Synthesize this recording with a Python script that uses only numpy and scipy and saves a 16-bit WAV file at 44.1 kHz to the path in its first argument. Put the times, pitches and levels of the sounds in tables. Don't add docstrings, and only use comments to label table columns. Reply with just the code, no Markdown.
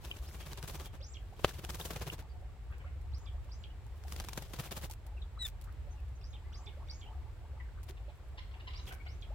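import sys
import numpy as np
from scipy import signal
from scipy.fft import rfft, irfft
from scipy.io import wavfile
from scipy.ndimage import uniform_filter1d

SR = 44100
rng = np.random.default_rng(int(sys.argv[2]) if len(sys.argv) > 2 else 0)


def generate_wav(sig):
    pcm = np.round(np.clip(np.atleast_2d(sig).T, -1, 1) * 32767).astype(np.int16)
    wavfile.write(sys.argv[1], SR, pcm)


N = 411894
TIME = np.arange(N) / SR
FREQ = np.maximum(np.fft.rfftfreq(N, 1 / SR), 1)

# first and last beat in seconds, beat count, late drift, swell, fade
# and beat half length in seconds, then air push, rustle and loose feathers in relative dB.
WING_BOUTS = [(.053, 0.862, 15, -0.023, 0.52, 0.092, 0.007, -50.5, -57.5, -61.5),
              (1.435, 2.136, 14, .019, 0.26, .04, 0.0064, -44.5, -53, -59.5),
              (4.123, 4.425, 8, .012, 0.0046, .01, 0.0028, -47, -52.5, -58.5),
              (4.54, 4.6, 2, 0, .006, .005, .0058, -44, -50.5, -60.5),
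              (4.72, 4.844, 3, .02, .005, .02, 0.0073, -45, -50.5, -59.5)]


def undb(db):
    return 10 ** (np.asarray(db) / 20)


def unit(x):
    return x / np.sqrt(np.mean(x ** 2))


def across(points):
    hz, value = np.transpose(points)
    return np.interp(np.log(FREQ), np.log(hz), value)


def add(out, start_s, x):
    i = max(int(start_s * SR), 0)
    out[i:i + len(x)] += x[:max(N - i, 0)]


def walk(rate_hz):
    hold = int(SR / rate_hz)
    steps = np.repeat(rng.standard_normal(N // hold + 1), hold)
    return 1.55 * uniform_filter1d(uniform_filter1d(steps, hold), hold)[:N]


def wash(colour, grain_db=0):
    # frequency in Hz, left-right correlation.
    correlation = [(60, .88), (300, .9), (700, .78), (1400, .45), (3000, .15), (7000, -.05)]
    low_hz, high_hz = colour[0][0], colour[-1][0]
    skirt = 1 / (1 + (low_hz / FREQ / 1.2) ** 6) / (1 + (FREQ / high_hz / 1.2) ** 6)
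    sizes = np.minimum(rng.exponential(size=N // 16 + 1), 5)
    grains = undb(grain_db * np.repeat(sizes, 16)[:N])
    mid, side = rfft(rng.standard_normal((2, N)) * grains) * undb(across(colour)) * skirt
    alike = across(correlation)
    mid, side = mid * np.sqrt(1 + alike), side * np.sqrt(1 - alike)
    return unit(irfft([mid + side, mid - side], N))


def pan(db):
    return undb(np.array([[db], [-db]]) / 2)


def place(x, lag_ms, pan_db, wet_db, t60_s):
    t = TIME[:SR // 2]
    tail = rng.standard_normal((2, len(t))) * undb(-60 * t / t60_s) * (1 - np.exp(-t / .0012))
    tail /= np.sqrt(np.sum(tail ** 2) / 2)
    delay = np.exp(np.array([[-1j], [1j]]) * np.pi * FREQ * lag_ms / 1000)
    direct = irfft(rfft(x) * delay, N)
    return direct * pan(pan_db) + undb(wet_db) * signal.fftconvolve([x, x], tail, axes=1)[:, :N]


def woodland(air_db=-63, hiss_db=-82):
    # time in seconds, level in dB.
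    rumble_levels = [(0, -46.5), (2.5, -45), (3.05, -41.5), (4.5, -45.5), (6.1, -43.5), (7.3, -44),
                     (8.4, -46), (9.34, -44)]
    # frequency in Hz, density in relative dB.
    rumble_colour = [(20, -23), (33, -12.5), (43, -5.5), (51, 0), (61, -3.5), (70, 1), (82, -8.5),
                     (110, -13), (150, -25), (220, -43), (400, -79)]
    air_colour = [(130, -13), (190, -4), (250, -6.5), (380, -4.5), (580, -8.5), (830, -9), (1150, -12.5),
                  (1900, -14.5), (2600, -17), (4200, -22), (6200, -29), (9500, -32), (15500, -31)]
    rumble = wash(rumble_colour) * undb(np.interp(TIME, *np.transpose(rumble_levels)))
    breeze = undb(.5 * walk(3))
    air = wash(air_colour) * undb(air_db) * breeze
    hiss = wash([(6500, -15.5), (7700, -5), (9000, -22)]) * undb(hiss_db)
    return rumble + air + hiss


def callers():
    # start and length in seconds, pitch in Hz, fractional fall, level in dB.
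    chips = [(.01, 0.16, 2560, 0.096, -70), (.262, 0.3, 2300, 0.037, -74), (5.165, 0.027, 2650, .14, -64),
             (5.217, 0.012, 3670, 0.3, -56), (5.901, .04, 6280, .08, -70), (2.285, .05, 4690, 0.056, -76.5),
             (3.697, .02, 2940, -0.021, -66), (5.97, .04, 2720, .15, -72), (6.15, .025, 6350, .07, -73),
             (6.437, 0.074, 2054, -0.054, -73), (6.61, 0.17, 2190, -0.034, -72.5),
             (6.84, 0.15, 2224, -.03, -74), (7.054, .046, 3010, -0.17, -65), (7.597, 0.02, 1983, 0.12, -56),
             (8.995, .028, 2250, 0, -60.5)]
    # start and length in seconds, pitch in Hz, fractional fall, throat resonance
    # in Hz, level in dB.
    rasps = [(2.717, 0.037, 863, 0.26, 2270, -62), (2.792, 0.04, 753, 0.18, 2200, -64.5),
             (2.853, 0.042, 727, -0.015, 2050, -62.5), (7.595, 0.021, 1020, 0.12, 2010, -57.5),
             (7.967, .02, 904, .2, 2970, -64), (8.077, 0.041, 850, 0, 3080, -68.5),
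             (8.372, 0.033, 1030, -.22, 3440, -52.5), (8.507, .018, 1085, 0.025, 3380, -64),
             (8.534, 0.024, 895, 0.23, 2700, -59.5), (8.594, 0.025, 920, -0.16, 3040, -58.5),
             (8.667, 0.0302, 1019, 0.114, 3260, -50.5), (8.702, .016, 1083, -0.11, 3500, -59),
             (8.728, 0.027, 1094, -0.18, 3660, -56), (8.762, 0.06, 1005, -0.014, 3960, -59.5),
             (8.903, 0.033, 778, -0.017, 1930, -52.5), (9.058, 0.025, 749, -0.16, 2480, -54)]
    near, far = np.zeros((2, N))
    k = np.arange(1, 9)[:, None]
    jitter, flutter = walk(1200), np.array([walk(900) for _ in k])

    def call(start_s, length_s, pitch_hz, fall, throat_hz, arch, rough):
        u = np.linspace(-1, 1, int(length_s * SR))
        i = int(start_s * SR) + np.arange(len(u))
        hz = pitch_hz * (1 - arch * u ** 2 - fall * u / 2) * (1 + .05 * rough * jitter[i])
        throat = (1 + ((k * hz / throat_hz - 1) / .52) ** 2) ** -1.5
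        weight = throat * (k * hz < 7500) / k * (1 + rough * flutter[:, i])
        voice = np.sum(weight * np.sin(2 * np.pi * k * np.cumsum(hz) / SR), axis=0)
        return unit(voice * signal.windows.tukey(len(u), .65))

    for s, length_s, hz, fall, db in chips:
        add(near, s, call(s, length_s, hz, fall, hz, arch=.051, rough=.25) * undb(db))
    for s, length_s, hz, fall, throat_hz, db in rasps:
        add(far, s, call(s, length_s, hz, fall, throat_hz, arch=.17, rough=.75) * undb(db))
    return (place(near, lag_ms=-.413, pan_db=-.5, wet_db=-4, t60_s=.1)
            + place(far, lag_ms=-.25, pan_db=.5, wet_db=-2.5, t60_s=.38))


def whistler(start_hz=2100, bend=3.1, plunge_s=.013, second_hz=2276, throat_hz=4900, width_hz=420):
    # start and rise time in seconds, top pitch in Hz, slur level and off-resonance
    # fade in relative dB, hook pitch in Hz, hook length in seconds, hook level in relative dB.
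    whistles = [(.24, 0.15, 7400, -59, 5, 3300, .034, -53), (0.706, .13, 7000, -61, 3, 3370, .03, -55),
                (1.004, 0.13, 7340, -52, -1, 3370, 0.032, -52),
                (3.114, .137, 7190, -59, 3, 3494, 0.036, -51),
                (3.491, .137, 7450, -59, 8, 3180, 0.022, -53.5),
                (6.211, 0.11, 6730, -57.5, 7, 3450, 0.04, -54),
                (6.523, .131, 7560, -52.5, 10, 3550, .031, -51),
                (6.873, 0.13, 7130, -51, 5, 3290, 0.038, -53.5),
                (8.729, 0.13, 6920, -53, 12, 3260, .034, -51.5),
                (9.052, .16, 7100, -56.5, 16, 3400, 0.032, -51.5)]
    out, quaver, warble = np.zeros(N), 1 + .021 * walk(700), 1 + .022 * walk(500)
    for s, rise_s, top_hz, db, fade_db, hook_hz, hook_s, hook_db in whistles:
        t = TIME[:int((rise_s + plunge_s + hook_s) * SR)]
        i = int(s * SR) + np.arange(len(t))
        plunge = np.clip((t - rise_s) / plunge_s, 0, 1)
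        held = np.clip((t - rise_s - plunge_s) / hook_s, 0, 1)
        slur_hz = start_hz + (top_hz - start_hz) * np.expm1(-bend * t / rise_s) / np.expm1(-bend)
        sagging_hz = hook_hz * warble[i] * (1 - .415 * held ** 4)
        pitch_hz = slur_hz + (sagging_hz - slur_hz) * plunge
        under_hz = second_hz + (hook_hz - second_hz) * np.exp(-12 * held)
        phase, under_phase = 2 * np.pi * np.cumsum([pitch_hz, under_hz] * quaver[i], axis=1) / SR
        resonance = np.exp(-.5 * ((slur_hz - throat_hz) / width_hz) ** 2)
        slur = undb(db - 3) * (undb(-7 - fade_db * t / rise_s) + resonance) * (1 - plunge)
        hook = undb(hook_db - 3) * plunge ** 1.5 * (1 - held ** 4)
        octave = undb(db - 10) * np.exp(-.5 * ((slur_hz - throat_hz / 2) / width_hz) ** 2)
        under = undb(hook_db - 7) * plunge ** 8 * (1 - held)
        tone = (slur + hook) * np.sin(phase) + octave * np.sin(2 * phase) + under * np.sin(under_phase)
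        tone *= signal.windows.tukey(len(t), .04)
        add(out, s, tone)
        for echo_s in rng.uniform(.002, .008, 2):
            add(out, s + echo_s, tone * undb(-12))
    out *= undb(3.5 * walk(450))
    return place(out, lag_ms=.35, pan_db=-1.6, wet_db=-4, t60_s=.22)


def bubble(hz, db, cycles, rise):
    t = TIME[:int(SR * 1.5 * cycles / hz)]
    age = t * hz / cycles
    envelope = undb(db - 36 * age) * (1 - np.exp(-t * hz / 1.2))
    return envelope * np.sin(2 * np.pi * hz * t * (1 + rise * age))


def laps(count=13, spread_s=.015):
    # time in seconds, typical bubble pitch in Hz and level in dB.
    wavelets = [(.36, 900, -57), (.6, 850, -55), (.8, 1000, -55), (2.24, 850, -57), (2.35, 660, -57),
                (2.425, 643, -57.5), (2.715, 1330, -52), (3.06, 840, -60), (2.85, 1300, -53),
                (3.231, 890, -54.5), (3.36, 697, -58), (5.08, 900, -54.5), (5.17, 560, -60.5),
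                (5.54, 784, -63), (5.69, 1400, -51), (5.87, 554, -60), (5.94, 736, -60), (6.02, 830, -62.5),
                (6.23, 740, -65), (6.33, 720, -61), (6.48, 846, -60), (6.615, 874, -55), (6.68, 760, -58.5),
                (6.815, 925, -53), (6.93, 850, -61.5), (7.11, 850, -52.5), (7.275, 823, -56.5),
                (7.44, 800, -54.5), (7.56, 720, -57.5), (7.78, 1190, -54.5), (8.02, 724, -62),
                (8.105, 674, -58), (8.37, 765, -55.5), (8.57, 856, -60)]
    out = np.zeros(N)
    for s, hz, db in wavelets:
        for when, pitch, size in np.clip(rng.standard_normal((count, 3)), -2, 2):
            bubble_hz = hz * np.exp(.13 * pitch + .09 * when)
            add(out, s + spread_s * when, bubble(bubble_hz, db + 2 * size, cycles=14.6, rise=.2))
    return out


def hollow(x, direct_db=-4):
    # frequency in Hz, bandwidth in Hz, gain in dB.
    modes = [(586, 28, 1), (724, 25, 3.5), (850, 44, 0), (1012, 32, -6), (1150, 56, -4)]
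    ring = sum(undb(db) * signal.lfilter(*signal.iirpeak(hz, hz / width_hz, SR), x)
               for hz, width_hz, db in modes)
    return undb(direct_db) * x + ring


def water(lap_hz=880, count=800):
    # start in seconds, pitch in Hz, level in dB.
    pockets = [(1.003, 484, -45.5), (1.325, 694, -45.5), (2.222, 783, -48), (4.049, 702, -43.5),
               (4.898, 767, -43), (5.375, 1140, -42.5), (6.77, 532, -47), (7.06, 725, -49.5),
               (7.893, 339, -49), (8.079, 523, -46), (9.304, 560, -43), (9.317, 738, -45.5)]
    impacts = [(0.1135, 2800, -24), (0.123, 2400, -40), (0.141, 2900, -45), (2.1, 2700, -26),
               (1.8126, 3390, -28)]
    gurgles, drops, lapping = np.zeros((3, N))
    for s, hz, db in pockets:
        add(gurgles, s, bubble(hz, db, cycles=23.4, rise=.293))
    for s, hz, db in impacts:
        add(drops, s, bubble(hz, db, cycles=22, rise=.13))
    for (when, size), pitch in zip(rng.random((count, 2)), np.clip(rng.standard_normal(count), -2, 2)):
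        hz = lap_hz * np.exp(.417 * pitch)
        add(lapping, when * N / SR, bubble(hz, -69 + 14 * size ** 3, cycles=27.7, rise=.195))
    waves = undb(2.3 * walk(9))
    slop = gurgles + hollow(laps() + lapping * waves)
    return (place(slop, lag_ms=0, pan_db=0, wet_db=-6, t60_s=.07)
            + place(drops, lag_ms=-.2, pan_db=.5, wet_db=-14, t60_s=.06))


def claws(t60_s=.06, faint_count=26):
    # start in seconds, level in dB.
    ticks = [(2.781, -64), (3.013, -65.5), (3.444, -64), (4.898, -50), (4.911, -44), (4.932, -56),
             (5.065, -56.5), (5.425, -47), (5.451, -43), (5.465, -46), (5.477, -46), (5.613, -53.5),
             (5.640, -55.5), (7.831, -55), (8.940, -52.5)]
    t, envelope = TIME[:SR // 6], np.zeros(N)
    faint = [(when * N / SR, -73 + 10 * size ** 2) for when, size in rng.random((faint_count, 2))]
    for s, db in ticks + faint:
        add(envelope, s, undb(db - 60 * t / t60_s) * (1 - np.exp(-t / .00016)))
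    scratch = wash([(600, -1), (2500, 4), (5000, 2.5), (8500, 4), (15000, 4.5)], grain_db=4)
    return envelope * scratch * pan(.5)


def squeak(start_s=5.388, length_s=.085, pitch_hz=1997, throb_hz=28.6, attack_s=.029, release_s=.01):
    # multiple, level in relative dB.
    harmonics = [(1, -20.5), (2, -2), (3, -31), (4, -14.5)]
    t, out = TIME[:int(length_s * SR)], np.zeros(N)
    throb = np.cos(2 * np.pi * throb_hz * t)
    hz = pitch_hz * (1 - .15 * (t / length_s) ** 2 - .01 * throb)
    phase = 2 * np.pi * np.cumsum(hz * (1 + .007 * walk(900)[:len(t)])) / SR
    voice = sum(undb(db) * np.sin(k * phase) for k, db in harmonics)
    envelope = np.minimum(t / attack_s, 1) * np.minimum((length_s - t) / release_s, 1)
    add(out, start_s, voice * envelope * undb(-36 + 2.5 * throb))
    return place(out, lag_ms=-.045, pan_db=2.4, wet_db=-18, t60_s=.1)


def droplets(shaking, count=3600):
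    out = np.zeros((2, N))
    for when, pitch, size, side in rng.random((count, 4)):
        hz = 900 * 14 ** np.sqrt(pitch)
        ping = bubble(hz, 25 * size ** 5, cycles=8, rise=.1) * shaking[int(when * N)]
        add(out[0], when * N / SR, ping * np.sqrt(side))
        add(out[1], when * N / SR, ping * np.sqrt(1 - side))
    return out


def loose_feathers(rise_db_per_s=112, fall_db_per_s=330):
    envelope = np.zeros(N)
    for first_s, last_s, _, _, swell_s, *_, db in WING_BOUTS:
        swell_db = .5 * np.clip(1 - (TIME - first_s) / swell_s, 0, 1)
        before_db = rise_db_per_s * np.maximum(first_s - TIME, 0)
        after_db = fall_db_per_s * np.maximum(TIME - last_s, 0)
        envelope += undb(db - swell_db - before_db - after_db)
    return envelope * undb(2.54 * walk(70))


def snaps(beats, decay_s=.0015, per_beat=4):
    # start in seconds, level in relative dB.
    loud = [(0.05, -45.5), (.056, -50), (.169, -49), (.189, -51), (0.465, -54), (0.532, -42), (0.5751, -45),
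            (0.6279, -41), (.678, -46), (.685, -50), (.6985, -50), (0.7542, -51), (.7755, -53),
            (.7985, -46), (1.4928, -41), (1.501, -48), (1.649, -39), (1.6997, -38.5), (1.705, -38.5),
            (1.8545, -45.5), (1.906, -44), (1.962, -44), (2.02, -45), (1.799, -42), (2.0675, -46),
            (2.1917, -51), (4.038, -51.5), (4.082, -47.5), (4.123, -39), (4.163, -48), (4.2004, -35),
            (4.247, -53), (4.2863, -40), (4.3326, -39.5), (4.3754, -38), (4.423, -47), (4.5353, -41),
            (4.725, -45), (4.5884, -44), (4.5955, -49), (4.6, -42), (4.7678, -42), (4.814, -50)]
    envelope, t = np.zeros(N), TIME[:SR // 100]
    faint = [(s + 1.7 * half_s * when, rustle_db - 1 + 3 * size)
             for s, half_s, _, rustle_db in beats
             for when, size in np.clip(rng.standard_normal((per_beat, 2)), -2, 2)]
    for s, db in loud + faint:
        add(envelope, s, undb(db) * np.exp(-t / decay_s))
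    return envelope


def crackle(clicks_per_s=550, spread_db=14, band_hz=(700, 3600)):
    out, count = np.zeros((2, N)), int(clicks_per_s * N / SR)
    when, size, side = rng.random((count, 3)).T
    out[:, (when * N).astype(int)] = undb(spread_db * size ** 3) * np.sqrt([side, 1 - side])
    return unit(signal.sosfilt(signal.butter(2, band_hz, "bandpass", fs=SR, output="sos"), out))


def tint(x, tilt_db=2, split_hz=4500):
    low = signal.sosfilt(signal.butter(1, split_hz, fs=SR, output="sos"), x)
    tilt = undb(tilt_db * walk(22))
    return low * tilt + (x - low) / tilt


def strokes(rise_db=21.5, fall_db=4.5, jitter_s=.0005, stretch=.45):
    # time and half length
    # in seconds, air push and rustle in relative dB.
    accents = [(.053, 0.006, -55, -60.5), (.353, 0.0063, -55, -67), (.412, 0.0063, -62, -64),
               (.949, 0.013, -53.5, -64.5), (.681, 0.0046, -65, -51.5), (1.396, 0.0032, -44, -65),
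               (1.496, 0.012, -56, -55), (1.907, .005, -51, -62), (1.963, .006, -49, -62),
               (2.199, 0.01, -50, -59.5), (4.381, 0.0037, -39.5, -54), (4.642, 0.0077, -59, -58),
               (4.662, 0.0068, -51.5, -56), (4.724, .006, -49, -63), (7.896, 0.0076, -53, -57),
               (8.885, 0.013, -51.5, -57.5), (8.928, 0.0038, -56, -55)]
    beats = list(accents)
    for first_s, last_s, count, lag_s, swell_s, fade_s, half_s, push_db, rustle_db, _ in WING_BOUTS:
        u = np.linspace(0, 1, count)
        times_s = first_s + (last_s - first_s - lag_s) * u + lag_s * u ** 4
        halves_s = half_s * (1 + stretch * (u ** 2 - .5))
        for s, beat_half_s, (late, scatter_db) in zip(times_s, halves_s, rng.standard_normal((count, 2))):
            swell_db = rise_db * max(1 - (s - first_s + half_s) / swell_s, 0)
            fade_db = fall_db * max(1 - (last_s - s + half_s) / fade_s, 0)
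            effort_db = scatter_db - swell_db - fade_db
            beats.append((s + jitter_s * late, beat_half_s, push_db + effort_db, rustle_db + effort_db))
    return beats


def slap(start_s=1.446, contact_s=.00031, echo_s=.00355, echo_db=-13, rush_db=-32):
    # frequency in Hz, t60 in seconds, level in relative dB.
    modes = [(133, 0.012, -15.5), (410, 0.017, -18), (577, 0.019, -12), (797, 0.012, -13),
             (1120, 0.0051, -5.5), (1470, 0.0061, -15.5), (2680, 0.0023, -0.5)]
    t, out = TIME[:SR // 8], np.zeros(N)
    clap = sum(-undb(db - 60 * t / t60_s) * np.sin(2 * np.pi * hz * t) for hz, t60_s, db in modes)
    clap *= undb(-2) * (1 - np.exp(-t / contact_s))
    add(out, start_s, clap)
    add(out, start_s + echo_s, -undb(echo_db) * clap)
    since_s = TIME - start_s
    envelope = undb(rush_db) * np.exp(-abs(since_s) / np.where(since_s < 0, .003, .007))
    rush = wash([(300, -17), (800, -10), (3200, -6.5), (5500, -13.5), (15000, -20)], grain_db=2.5)
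    return place(out, lag_ms=-.05, pan_db=2.9, wet_db=-17, t60_s=.04) + envelope * rush * pan(2.9)


def wings(full_half_s=.0073, lead_s=.05):
    # frequency in Hz, density in relative dB.
    swish_colour = [(150, 6.5), (195, -4.5), (250, -14), (330, -3), (430, -5.5), (600, -8.5), (900, -10),
                    (1500, -14), (2300, -20.5), (3600, -19), (4600, -34)]
    rustle_colour = [(1500, -21), (2800, 1), (4500, -1), (6500, -1.5), (9000, -4.5), (12000, -1),
                     (15500, -1.5)]
    push, sweep, scrape = np.zeros((3, N))
    t, beats = TIME[:SR // 10] - lead_s, strokes()
    for s, half_s, push_db, rustle_db in beats:
        breadth = min(half_s / full_half_s, 1)
        swell = np.exp(-.5 * np.where(t < 0, (t / (half_s * breadth)) ** 2, (abs(t) / half_s) ** 1.5))
        start_s = s - lead_s - half_s * (1 - breadth)
        add(push, start_s, swell * undb(push_db))
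        add(sweep, start_s, swell * undb(push_db) * breadth ** 2)
        add(scrape, start_s, swell * undb(rustle_db + 2.5))
    loose = loose_feathers()
    air = wash(swish_colour, grain_db=2) * (push + loose)
    thump = wash([(80, -17), (125, 12), (170, -3)]) * sweep * undb(-2)
    tub_drum = wash([(110, 4.5), (160, -3.5), (210, -7.5), (260, -11.5)]) * loose * undb(-1)
    rustle = tint(wash(rustle_colour, grain_db=2.2) * (scrape + loose) * undb(-.5))
    barbs = crackle() * (scrape + loose / 2) * undb(-4)
    cracks = wash([(700, 4.5), (2500, -.5), (6000, -2.5), (15000, -11.5)]) * snaps(beats) * undb(3)
    spray = droplets(loose + scrape / 2)
    return (air + thump + tub_drum) * pan(.9) + (rustle + barbs + cracks + spray) * pan(2.2)


def scene():
    return wings() + slap() + claws() + water() + squeak() + whistler() + callers() + woodland()


def record(dry):
    return signal.sosfilt(signal.ellip(10, .2, 70, 15900, fs=SR, output="sos"), dry)


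dry = scene()
out = record(dry)
generate_wav(out)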